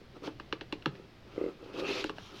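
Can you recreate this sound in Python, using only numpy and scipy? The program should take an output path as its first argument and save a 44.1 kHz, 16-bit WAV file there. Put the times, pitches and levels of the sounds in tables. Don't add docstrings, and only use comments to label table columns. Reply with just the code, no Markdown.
import sys
import numpy as np
from scipy import signal
from scipy.fft import rfft, irfft, next_fast_len
from scipy.io import wavfile
from scipy.ndimage import uniform_filter1d, map_coordinates

SR = 44100
rng = np.random.default_rng(int(sys.argv[2]) if len(sys.argv) > 2 else 0)


def voltage_ratio(level):
    return 10 ** (np.asarray(level, float) / 20)


def file_out(sig):
    cols = np.atleast_2d(sig).T
    lim = np.clip(cols, -1, 1)
    pcm = np.round(lim * 32767).astype(np.int16)
    wavfile.write(sys.argv[1], SR, pcm)


N = 105840

# t/s, peak level/dB, box boom over it/dB, upper blade modes over lower/dB, lowest mode f/Hz
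TAPE_SNAPS = [(0.2768, -31.5, -6, -4, 710), (0.3999, -30.5, -14, -3.5, 1177),
              (0.527, -20, -12.5, 1.5, 1164), (0.6112, -29.5, -13, -1.5, 1824), (0.7262, -25, -8, 9, 1110),
              (0.8244, -39.5, -43, -4, 1540), (0.8599, -16, -12.5, -0.5, 1278),
              (0.9539, -43.5, -14, -11, 1660), (2.0427, -21.5, -10, 3.5, 1420),
              (2.0963, -27, -8.5, -0.5, 1106), (2.1846, -33.5, -16, -2, 716), (2.192, -59, -16, 0.5, 935)]
CRUNCH_AFTER_SNAP = [-18, -12, -12, -10, -4, -16, -14, -8, -19, -17, -18, -16]
SNAP_BRITTLENESS = [-6, -2, -3, -5, 3, -2, 1, 2, 10, 0.5, -13, 1]
# f/Hz, t60/s, level/dB
BLADE_MODES = [(1101, 0.0099, -9.5), (1609, 0.0074, -8), (2793, 0.0062, -3), (3420, 0.0063, -11),
               (4119, 0.005, -5), (5480, 0.0056, -13)]
# f/Hz, t60/s, level/dB
BOX_BOOM_MODES = [(179, 0.14, -17), (310.6, 0.055, 5), (417, 0.044, 0.5), (442, 0.12, -7.5),
                  (543.6, 0.054, -3.5), (860, 0.014, 7)]
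# f/Hz, t60/s, level/dB
TABLE_MODES = [(135.7, 0.147, -5.5), (174, 0.077, 1), (186.5, 0.42, -14), (397, 0.16, -17)]
# t/s, peak level/dB
WALL_KNOCKS = [(.014, -42.5), (0.165, -37), (0.221, -38), (.235, -37.5), (0.996, -39.5), (1.3779, -21),
               (1.4122, -20.5), (1.4387, -20.5), (1.4613, -22), (1.4851, -27), (1.626, -34.5), (1.66, -38),
               (1.744, -32), (1.795, -31), (1.823, -28), (1.889, -32)]
# f/Hz, t60/s, level/dB
WALL_MODES = [(312, 0.06, -3), (380, 0.051, 1), (465, 0.048, -0.5), (520, 0.041, -9.5), (1380, 0.0094, -8),
              (2080, 0.012, -8), (2930, 0.0078, -23)]
# t/s, scrape level/dB, box rumble level/dB, blade singing re scrape/dB
SHORT_STROKES = [
    [(.13, -68, -70, -12), (.17, -61, -46.5, -15), (.2, -82, -79, -19), (.238, -49, -40.5, -19),
     (.275, -45.5, -44, -5.5), (.292, -61, -43.5, 0), (.33, -65, -89, 1)],
    [(.88, -86, -67, -12), (.96, -61, -57, -7), (1.06, -82, -63, 13)],
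    [(1.26, -86, -60, -3), (1.32, -61.5, -56.5, -2), (1.4, -62, -46.5, 4.5), (1.5, -61, -49, -6),
     (1.58, -78, -74, 0)],
]
# t/s, scrape level/dB, box rumble level/dB, blade singing re scrape/dB
LONG_CUT = [(1.59, -80, -59, -9), (1.64, -57.5, -53.5, -3.5), (1.72, -63, -51.5, -1),
            (1.75, -49.5, -47.5, -1), (1.785, -48.5, -39.5, -3), (1.8, -36, -37.5, -9),
            (1.818, -49, -44, -4.5), (1.85, -50, -39.5, 13), (1.88, -39.5, -41.5, 3), (1.91, -36, -37, 0),
            (1.94, -37.5, -42.5, -11), (1.97, -37, -38.5, -7.5), (2.01, -36.5, -43, -7),
            (2.035, -44.5, -47.5, -26), (2.07, -48, -56, -20), (2.11, -53, -51, -17), (2.14, -98, -74, -14)]
# t/s, hiss level/dB, box rumble level/dB
HAND_SLIDE = [(2.13, -73, -70), (2.17, -58, -62), (2.21, -55, -62), (2.26, -53.5, -68), (2.3, -57.5, -60.5),
              (2.33, -56, -51.5), (2.4, -52, -64.5)]
# f/Hz, width/Hz, level/dB
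SCRAPED_BLADE = [(1550, 250, -7), (2640, 300, 0), (3330, 250, -10), (4350, 300, -10)]
# f/Hz, width/Hz, level/dB
SCRAPED_BOX = [(174, 22, -10), (287, 26.4, 1), (387.3, 42, 4), (437.3, 36.6, -4), (504, 42, -3.5),
               (844, 450, -14), (1272, 224, -10)]
# f/Hz, level per Hz/dB
CARD_SPECTRUM = [(500, -23), (900, -13.5), (2600, 5), (4400, 1.5), (6200, -9), (8500, -28.5), (11300, -27),
                 (16000, -43)]
# f/Hz, level per Hz/dB
SKIN_SPECTRUM = [(500, -20), (1300, -2), (2000, -12), (3300, -3.5), (6000, -13.5), (7800, -30),
                 (11000, -31), (16000, -37)]
# f/Hz, t60/s
ROOM_DECAY = [(200, 0.27), (2000, 0.15), (6000, 0.16), (12000, 0.18)]
# f/Hz, level per Hz/dB
AIR_SPECTRUM = [(20, 0), (195, -2.5), (430, -8.5), (1000, -17), (3000, -20), (5000, -25), (7200, -40),
                (16000, -73)]


def snaps():
    rise_s, fall_s, boom_lag_s, crunch_t60_s = 0.001681, 0.001, 0.002066, 0.057
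    steel_db, fibre_db, crunch_gain_db, boom_gain_db = 3, -7.5, 4, 7.5
    out = np.zeros(N)
    t = np.arange(SR // 5) / SR
    tear = t / rise_s * np.exp(-np.maximum(t - rise_s, 0) / fall_s)
    crunch = patchy(grains(), CARD_SPECTRUM)
    for snap, crunch_db, brittle_db in zip(TAPE_SNAPS, CRUNCH_AFTER_SNAP, SNAP_BRITTLENESS):
        s, db, boom_db, bright_db, low_hz = snap
        modes = [(low_hz, *BLADE_MODES[0][1:])]
        modes += [(hz, t60, level + bright_db * (hz > 2000)) for hz, t60, level in BLADE_MODES[1:]]
        steel = ring(modes, t, rise_s, 1)
        fibres = tear * rng.standard_normal(len(t))
        tearing_on = voltage_ratio(-60 * t / crunch_t60_s) * crunch[round(s * SR):][:len(t)]
        boom = ring(BOX_BOOM_MODES, t, 0.0012, 0.74)
        add(out, s - rise_s, steel, db + steel_db)
        add(out, s - rise_s, fibres, db + brittle_db + fibre_db)
        add(out, s, tearing_on, db + crunch_db + crunch_gain_db)
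        add(out, s + boom_lag_s, boom, db + boom_db + boom_gain_db)
    return filtered(out, dull)


def thud():
    out = np.zeros(N)
    t = np.arange(SR // 5) / SR
    add(out, 0.866, ring(TABLE_MODES, t, 0.0043, 0), TAPE_SNAPS[6][1] - 14.5)
    return filtered(out, dull)


def scrape():
    scrape_db, rumble_db = -4, 2
    strokes = SHORT_STROKES + [LONG_CUT]
    rasp, rumble, _ = gains(strokes)
    singing = [[(s, db + over) for s, db, _, over in rows] for rows in strokes]
    sing = gains(singing)[0]
    card = patchy(grains(), CARD_SPECTRUM)
    steel = unit(filtered(grains(), lambda f: body(SCRAPED_BLADE)(f) ** 2))
    hiss, lid = gains([HAND_SLIDE])
    skin = patchy(grains(), SKIN_SPECTRUM)
    box = unit(filtered(grains(), body(SCRAPED_BOX)))
    blade = voltage_ratio(scrape_db) * (rasp * card + sing * steel)
    return blade + hiss * skin + voltage_ratio(rumble_db) * (rumble + lid) * box


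def knocks():
    push_s = 0.002354
    out = np.zeros(N)
    t = np.arange(SR // 8) / SR
    swell = 1 - np.exp(-(t / push_s) ** 2)
    for s, db in WALL_KNOCKS:
        wall = np.zeros(len(t))
        for hz, t60, level in WALL_MODES:
            decay = voltage_ratio(level + rng.normal(0, 0.8) - 60 * t / t60)
            wall += decay * np.cos(2 * np.pi * hz * (t - push_s))
        add(out, s, swell * wall, db - 1)
    return out


def grains():
    grains_per_s, spread_db, judder_db = 9000, 3, 0.7
    hit = rng.random(N) < grains_per_s / SR
    size_db = np.minimum(spread_db * rng.exponential(size=N), 4 * spread_db)
    return hit * voltage_ratio(size_db + judder_db * wobble(50)) * rng.choice([-1, 1], N)


def ring(modes, t, rise_s, vary_db):
    total = np.zeros(len(t))
    for hz, t60, db in modes:
        decay = voltage_ratio(db + vary_db * rng.standard_normal() - 60 * t / t60)
        total += decay * np.sin(2 * np.pi * (hz * t + rng.random()))
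    return (1 - np.exp(-(t / rise_s) ** 2)) * total


def body(peaks):
    def response(f):
        total = 0
        for k, (hz, width, db) in enumerate(peaks):
            total = total + (-1) ** k * voltage_ratio(db) * 1j * f * width / (hz ** 2 - f * f + 1j * f * width)
        return total
    return response


def dull(f):
    corner_hz = 5720
    return (corner_hz / (corner_hz + 1j * f)) ** 3


def patchy(x, spectrum):
    z = signal.stft(x, nperseg=256)[2]
    field = uniform_filter1d(rng.standard_normal(z.shape), 3, 0)
    field = uniform_filter1d(field, 12, 1)
    x = signal.istft(z * voltage_ratio(2 * unit(field)), nperseg=256)[1][:N]
    return unit(filtered(x, lambda f: voltage_ratio(along(spectrum, f))))


def gains(tables):
    t = np.arange(N) / SR
    total = 0
    for s, *columns in map(np.transpose, tables):
        total = total + np.array([voltage_ratio(np.interp(t, s, db, -120, -120)) for db in columns])
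    return total


def wobble(rate):
    knots = rng.standard_normal(int(N * rate / SR) + 4)
    return map_coordinates(knots, [np.arange(N) * rate / SR])


def unit(x):
    return x / np.sqrt(np.mean(x ** 2) + 1e-20)


def along(points, hz):
    f, v = np.transpose(points)
    return np.interp(np.log(hz + 1), np.log(f + 1), v)


def filtered(x, response):
    m = next_fast_len(len(x) + SR // 4)
    return irfft(rfft(x, m) * response(np.fft.rfftfreq(m, 1 / SR)), m)[:len(x)]


def add(track, s, sound, db):
    part = track[max(round(s * SR), 0):][:len(sound)]
    part += voltage_ratio(db) * sound[:len(part)] / np.abs(sound).max()


def room(x):
    first_wall_s = 0.005
    hz, t, z = signal.stft(rng.standard_normal(SR // 2), SR, nperseg=256)
    decay = voltage_ratio(-60 * t / along(ROOM_DECAY, hz)[:, None])
    tail = signal.istft(z * decay, SR, nperseg=256)[1]
    delayed = np.pad(x, (round(first_wall_s * SR), 0))
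    return signal.fftconvolve(delayed, tail / np.linalg.norm(tail))[:N]


def hum():
    air_db, drone_db, drone_hz = -55, -61.5, 119.3
    air = unit(filtered(rng.standard_normal(N), lambda f: voltage_ratio(along(AIR_SPECTRUM, f))))
    drone = unit(filtered(rng.standard_normal(N), lambda f: body([(drone_hz, 25, 0)])(f) ** 2))
    return voltage_ratio(air_db + 0.45 * wobble(6.4)) * air + voltage_ratio(drone_db) * drone


def scene():
    room_db, hop_s = -11, 0.15
    direct = snaps() + thud() + scrape() + knocks()
    t = np.arange(N) / SR
    answer = np.zeros(N)
    for k in range(17):
        fade = np.clip(1 - abs(t - k * hop_s) / hop_s, 0, 1)
        answer += room(direct * fade)
    return (direct + voltage_ratio(room_db) * answer + hum())[None]


def low_pass(x):
    return signal.sosfilt(signal.butter(12, 16340, fs=SR, output="sos"), x)


def record(dry):
    hiss_db = -80.5
    mix = dry + voltage_ratio(hiss_db) * rng.standard_normal(dry.shape)
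    return low_pass(mix)


dry = scene()
out = record(dry)
file_out(out)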